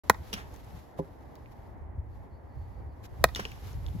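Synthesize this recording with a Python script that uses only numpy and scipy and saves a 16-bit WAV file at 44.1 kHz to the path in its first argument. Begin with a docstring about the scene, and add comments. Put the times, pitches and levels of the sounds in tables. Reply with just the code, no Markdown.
"""Two sharp cracks of a bat on a ball ring out in an open yard, loud enough to overload the microphone.
Each impact excites the damped modes of bat and ball. A moment later the ball crashes into something
that gives, probably a net, with dry crackle, snaps and dull knocks; a hollow thud follows the first drive.
Friction of clothes and grass, wind on the microphone, a faint bird and a far-off wash fill the gaps."""
import sys
import numpy as np
from scipy import signal
from scipy.fft import rfft, irfft
from scipy.io import wavfile
from scipy.ndimage import uniform_filter1d

SR = 44100
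rng = np.random.default_rng(int(sys.argv[2]) if len(sys.argv) > 2 else 0)


def transcribe(u):
    """Save the signal u as a 16-bit wav file named by the first command-line argument.

    u: samples, shape (n,) or (channels, n), limited to [-1, 1]; the rate is SR.
    q: integer samples, one column per channel.
    """
    v = np.clip(np.atleast_2d(u).T, -1, 1)
    q = np.round(v * 32767).astype(np.int16)
    wavfile.write(sys.argv[1], SR, q)


N = 176400
T = np.arange(N) / SR


def amp(db):
    """Amplitude grows tenfold for every 20 dB."""
    return 10 ** (np.asarray(db) / 20)


def unit(x):
    """Normalisation to an rms of 1."""
    return x / np.sqrt(np.mean(x ** 2) + 1e-20)


def read(points, hz):
    """Interpolation on a logarithmic frequency axis."""
    f, value = np.transpose(points)
    return np.interp(np.log(hz + 1), np.log(f + 1), value)


def level(points):
    """An amplitude envelope interpolated in decibels."""
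    return amp(np.interp(T, *np.transpose(points)))


def add(mix, start_s, sound):
    """Superposition: a sound adds to the mix from start_s on."""
    part = mix[:, round(start_s * SR):][:, :sound.shape[-1]]
    part += sound[..., :part.shape[1]]


def noise(spectrum, correlation):
    """Coloured stereo noise; the balance of mid and side sets the left-right correlation."""
    a, b = rng.standard_normal((2, N))
    mid, side = np.sqrt(1 + correlation) * a, np.sqrt(1 - correlation) * b
    colour = amp(read(spectrum, np.fft.rfftfreq(N, 1 / SR)))
    return unit(irfft(rfft([mid + side, mid - side]) * colour, N))


def flutter(depth_db, span_s):
    """Log-normal amplitude modulation, smoothed over span_s."""
    size = max(1, round(span_s * SR))
    drift = uniform_filter1d(uniform_filter1d(rng.standard_normal(N), size), size)
    return unit(amp(depth_db * unit(drift)))


def burst(start_s, rise_s, decay_s):
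    """A transient envelope: linear rise, exponential decay."""
    return np.clip((T - start_s) / rise_s, 0, 1) * np.exp(-np.maximum(T - start_s - rise_s, 0) / decay_s)


def swells(rows):
    """An envelope of Gaussian pulses."""
    return sum(amp(db) * np.exp(-((T - s) / half_s) ** 2) for s, db, half_s in rows)


def mode(t, hz, db, t60_s, hold_s=0):
    """A damped mode: after hold_s, a sinusoid loses 60 dB every t60_s."""
    return amp(db - 60 * np.maximum(t - hold_s, 0) / t60_s) * np.sin(2 * np.pi * hz * t)


def thump(t, hz, peak_s):
    """A heavily damped oscillation whose envelope crests at peak_s."""
    return t / peak_s * np.exp(1 - t / peak_s) * np.sin(2 * np.pi * hz * t)


def from_right(x, lag_s=0.00029):
    """Path difference: sound from the right reaches the left channel later."""
    out = np.zeros((2, N))
    add(out[:1], lag_s, x[0])
    add(out[1:], 0, x[1])
    return out


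def far_wash():
    """Distant noise is diffuse: low in pitch, nearly steady and weakly correlated."""
    # loudness of the wash: time_s, level_db
    loudness = [(0.04, -51), (0.8, -53), (1.4, -51.5), (2.2, -53), (2.9, -53.5), (3.4, -51.5), (4.0, -53)]
    # its spectrum: frequency_hz, level_db
    spectrum = [(30, -17.5), (130, 3), (250, 3), (500, -2), (880, -1), (1100, -8), (1400, -16.5),
                (1950, -15), (2700, -32), (6000, -57.5), (16000, -49)]
    return level(loudness) * noise(spectrum, 0.19) * flutter(0.95, 0.066) * amp([[-0.32], [0.32]])


def wind():
    """Turbulent pressure on the microphone makes a lumpy rumble."""
    # gust strength: time_s, level_db
    gusts = [(0.13, -51), (0.15, -46), (0.72, -48.5), (0.74, -42.5), (0.95, -66), (1.0, -44), (1.09, -54),
             (1.94, -43), (1.96, -37), (2.38, -49), (2.68, -40.5), (3.07, -46), (3.26, -30), (3.28, -41),
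             (3.47, -38), (3.55, -44.5), (3.68, -40), (3.8, -33), (3.99, -37)]
    # gust spectrum: frequency_hz, level_db
    gust_spectrum = [(10, -36), (25, -21), (45, -1), (62, 3), (85, 1.5), (130, -7), (200, -26.5),
                     (400, -29.5), (1500, -69.5)]
    # sharper buffets: time_s, level_db, half_length_s
    buffets = [(0.755, -47.5, 0.025), (3.958, -33, 0.011)]
    # buffet spectrum: frequency_hz, level_db
    buffet_spectrum = [(20, -12), (70, -14), (130, 2.5), (280, -13), (600, -35), (2000, -60)]
    rumble = level(gusts) * noise(gust_spectrum, 0.62) * flutter(2.5, 0.015)
    return rumble + swells(buffets) * noise(buffet_spectrum, 0.62)


def bird():
    """Random frequency modulation makes a far bird's thin, high notes waver."""
    # notes: time_s, level_db, half_length_s
    notes = [(2.14, -85, .025), (2.35, -82, .045), (2.52, -84.5, .04), (2.62, -82, 0.058), (2.78, -84, .07),
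             (2.92, -82, 0.027)]
    waver = unit(uniform_filter1d(rng.standard_normal(N), round(0.002 * SR)))
    pitch_hz = 4500 + 199 * waver
    return swells(notes) * unit(np.sin(2 * np.pi * np.cumsum(pitch_hz) / SR))


def rustle():
    """Uneven friction of clothes and grass makes noise that follows the batter's movement."""
    # rustle strength: time_s, level_db
    movement = [(0.04, -62.5), (0.2, -64), (0.28, -57.5), (0.47, -64), (0.55, -58.5), (0.63, -66),
                (0.69, -62), (0.79, -63), (0.88, -69.5), (1.28, -71.5), (1.65, -71.5), (1.98, -93),
                (2.15, -73), (2.4, -81.5), (2.7, -72.5), (2.88, -78.5), (3.1, -69.5), (3.3, -60.5),
                (3.55, -62.5), (3.68, -54.5), (3.78, -63), (4.0, -61)]
    # friction spectrum: frequency_hz, level_db
    spectrum = [(300, 1), (1200, 5.5), (2800, 2), (4500, 0), (7500, -5.5), (9000, -16), (11500, 0.5),
                (16000, -15.5)]
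    # quick brushes of cloth: time_s, level_db, half_length_s
    brushes = [(0.78, -67.5, 0.034), (0.991, -56.5, 0.013), (1.524, -64, 0.012), (3.04, -58, 0.011),
               (3.055, -53, 0.011)]
    cloth = level(movement) * noise(spectrum, 0.25) + from_right(swells(brushes) * noise(spectrum, 0.22))
    return cloth * flutter(0.99, 0.015) * flutter(0.8, 0.001)


def thud():
    """Free vibration: a board rings briefly in its low modes."""
    # board modes: pitch_hz, level_db, t60_s
    modes = [(161, -25, 0.12), (291, -28, 0.11), (397, -25.5, 0.13), (531, -23.5, 0.076),
             (620, -15.5, 0.015), (870, -28.5, 0.043), (993, -30, 0.048)]
    out, t = np.zeros((2, N)), T[:SR // 3]
    ring = np.minimum(t / 0.0028, 1) * sum(mode(t, hz, db, t60) for hz, db, t60 in modes)
    add(out, start_s=0.99, sound=ring * amp([[-2], [0]]))
    return out


def snaps():
    """Each snap is an impulse: a bright click and a short noise burst with one broad resonance."""
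    # snaps: start_s, level_db, centre_hz, decay_s, click_db
    events = [(0.541, -56, 8300, 0.0035, -40), (0.548, -62, 7000, .001, -52), (0.562, -60, 7000, .001, -44),
              (0.6455, -55, 9150, 0.0008, -50), (1.355, -56.5, 4700, 0.0049, -43),
              (1.459, -54.5, 2370, 0.0021, -77), (3.3488, -23, 3880, 0.0017, -32),
              (3.3587, -31.5, 3900, .0016, -32), (3.4523, -25.5, 3100, 0.001, -39),
              (3.5171, -38.5, 2530, 0.0024, -40), (3.672, -50, 6000, .001, -53),
              (3.731, -48, 6000, 0.0009, -61), (3.864, -37.5, 3600, 0.0012, -60),
              (3.885, -50, 3600, 0.0024, -62)]
    # resonance shape: ratio_to_centre, level_db
    resonance = [(.1, -29), (.65, -13), (.85, 2), (1, 10), (1.35, -17.5), (1.8, -7), (2.7, -30), (5, -55)]
    # click spectrum: frequency_hz, level_db
    click_spectrum = [(300, -18), (3000, -3), (6500, 3), (9000, -20), (12000, -10), (16000, 3)]
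    out, click = np.zeros((2, N)), noise(click_spectrum, 0.99)
    for start_s, db, centre_hz, decay_s, click_db in events:
        spectrum = [(centre_hz * ratio, gain_db) for ratio, gain_db in resonance]
        out += amp(db) * burst(start_s, 0.0002, decay_s) * noise(spectrum, 0.87)
        out += amp(click_db) * burst(start_s, 0.00015, 0.00042) * click
    return out


def rebounds():
    """Each impact of the rebounding ball excites the same damped modes over a low thump."""
    # dull knocks: start_s, ring_db, thump_db
    knocks = [(0.3296, -7, -37.5), (3.3628, -9, -55), (3.3928, 2, -46), (3.3984, -1, -41),
              (3.4532, -5.5, -59)]
    # their modes: pitch_hz, level_db, t60_s
    modes = [(438, -29, 0.044), (750, -42, 0.018), (934, -32, 0.027), (1160, -45, 0.041), (1640, -50, .022),
             (1850, -46, 0.027)]
    out, t = np.zeros((2, N)), T[:SR // 8]
    ring = sum((-1) ** m * mode(t, hz, db, t60) for m, (hz, db, t60) in enumerate(modes))
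    ring *= np.minimum(t / 0.00064, 1)
    for start_s, ring_db, thump_db in knocks:
        add(out, start_s, amp(db=ring_db) * ring + amp(thump_db) * thump(t, hz=208, peak_s=0.0075))
    return out


def crashes():
    """Inelastic collision: something that gives stops the ball, with dry crackle over a duller body."""
    # collisions: start_s, crackle_db, body_db, rise_s, decay_s
    collisions = [(0.3289, -31.5, -38, 0.00081, 0.011), (0.337, -33.5, -45, 0.00077, 0.0054),
                  (0.349, -56.5, -42.5, 0.031, 0.036), (3.3586, -30, -34.5, 0.0011, 0.005),
                  (3.364, -47.5, -46.5, 0.0094, 0.098), (3.392, -50, -32.5, 0.0061, 0.006),
                  (3.454, -58, -39, 0.002, 0.0017)]
    # crackle spectrum: frequency_hz, level_db
    crackle_spectrum = [(300, 2), (1000, -9), (2200, -3), (2900, 8), (4200, -2.5), (5600, 4), (7500, -13),
                        (12000, -11), (16000, -17)]
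    # body spectrum: frequency_hz, level_db
    body_spectrum = [(40, -13), (200, 12), (450, -3), (900, 6.5), (1800, 8), (3000, -3), (12000, -20)]
    crackle, body = noise(crackle_spectrum, 0.21), noise(body_spectrum, 0.8)
    return sum(burst(start_s, rise_s, decay_s) * (amp(crackle_db) * crackle + amp(body_db) * body)
               for start_s, crackle_db, body_db, rise_s, decay_s in collisions)


def bat():
    """Brief contact excites a broad band; where the ball meets the barrel sets each mode's strength."""
    # blows: start_s, level_db, tick_db, crack_db
    blows = [(0.0975, -1, -10.5, -15), (3.2405, -5.5, -9, -11)]
    # modes of bat and ball: pitch_hz, t60_s, first_blow_db, second_blow_db
    modes = [(477, 0.0081, -10, -7.5), (650, 0.013, -30, -3.5), (808, 0.014, -11, -17.5),
             (1025, 0.016, -6.5, -8.5), (1275, 0.018, -22.5, -9.5), (1423, 0.024, -16.5, -23),
             (1565, .018, -18, -17.5), (1883, 0.013, -12, -6.5), (2074, 0.015, -20, -40),
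             (2456, 0.014, -22.5, -11.5), (3330, .018, -33.5, -37.5), (3732, .011, -33, -19),
             (4166, .011, -31.5, -16.5), (5490, .012, -33, -39)]
    # hard contact tick: frequency_hz, level_db
    tick_spectrum = [(100, -22.5), (2000, -14), (4000, -9), (5800, 0.5), (7200, -6), (9000, -6), (11500, 1),
                     (13500, -2.5), (15300, -1), (17000, -12)]
    # crack of the wood: frequency_hz, level_db
    crack_spectrum = [(200, -10), (1000, -1), (2400, 0), (2900, -5.5), (4000, 0.5), (4900, 0), (5600, -5),
                      (7000, -16.5), (14000, -30.5)]
    out, t = np.zeros((2, N)), T[:SR // 6]
    tick, crack = noise(tick_spectrum, 0.67), noise(crack_spectrum, 0.99)
    air_push = amp(-28) * thump(t, hz=80.9, peak_s=0.0083)
    ball_knock = amp(-24.5) * thump(t, hz=211.3, peak_s=0.0042)
    for blow, (start_s, db, tick_db, crack_db) in enumerate(blows):
        ring = sum((-1) ** m * mode(t, hz, mode_db[blow], t60, hold_s=0.0026)
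                   for m, (hz, t60, *mode_db) in enumerate(modes))
        ring *= np.minimum(t / 0.0011, 1)
        add(out, start_s, amp(db) * (ring * amp([[-0.6], [0.6]]) + air_push + ball_knock))
        spike = burst(start_s - 0.0001, 0.00068, 0.00025)
        sizzle = amp(-14.5) * burst(start_s, 0.0008, 0.0042)
        contact = amp(tick_db) * tick * (spike + sizzle)
        out += from_right(contact, lag_s=0.00027) * amp([[-0.5], [0]])
        out += amp(crack_db) * crack * burst(start_s, 0.0005, 0.0009)
    return out


def yard(x):
    """Convolution with the yard's response adds ground scatter, one smeared echo and a faint tail."""
    # reverberation time: frequency_hz, t60_s
    decay = [(100, 0.35), (800, 0.3), (3000, 0.27), (14000, 0.28)]
    hz, t, bands = signal.stft(rng.standard_normal((2, SR)), SR, nperseg=256)
    tail = signal.istft(bands * amp(-60 * t / read(decay, hz)[:, None]), SR, nperseg=256)[1]
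    scatter = noise([(100, 0.8), (1000, -2), (4000, -1), (14000, -8)], 0.2)
    scatter *= burst(start_s=0.0026, rise_s=0.002, decay_s=0.0046)
    echo = noise([(100, -5.5), (700, -4), (2400, 0.5), (5000, 1), (14000, -18)], 0.43)
    echo *= burst(start_s=0.045, rise_s=0.0012, decay_s=0.0066)
    paths = [(-28.5, tail), (-19, scatter), (-36.5, echo)]
    response = sum(amp(db) * unit(path[:, :SR]) for db, path in paths) / np.sqrt(SR)
    return x + signal.fftconvolve(x, response, axes=1)[:, :N]


def scene():
    """The sources superpose: the bat ahead and the ball landing to the right, over the background."""
    impacts = bat() + from_right(crashes() + rebounds() + snaps() + thud())
    return yard(impacts) + rustle() + wind() + far_wash() + bird()


def record(dry):
    """After a moment of silence, saturation rounds off the peaks and a low-pass limits the band."""
    fade_in = np.clip((T - 0.035) / 0.0043, 0, 1)
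    low_pass = signal.firwin(255, 16500, window=("kaiser", 9), fs=SR)
    return signal.oaconvolve(np.tanh(dry) * fade_in, low_pass[None], "same")


dry = scene()
out = record(dry)
transcribe(out)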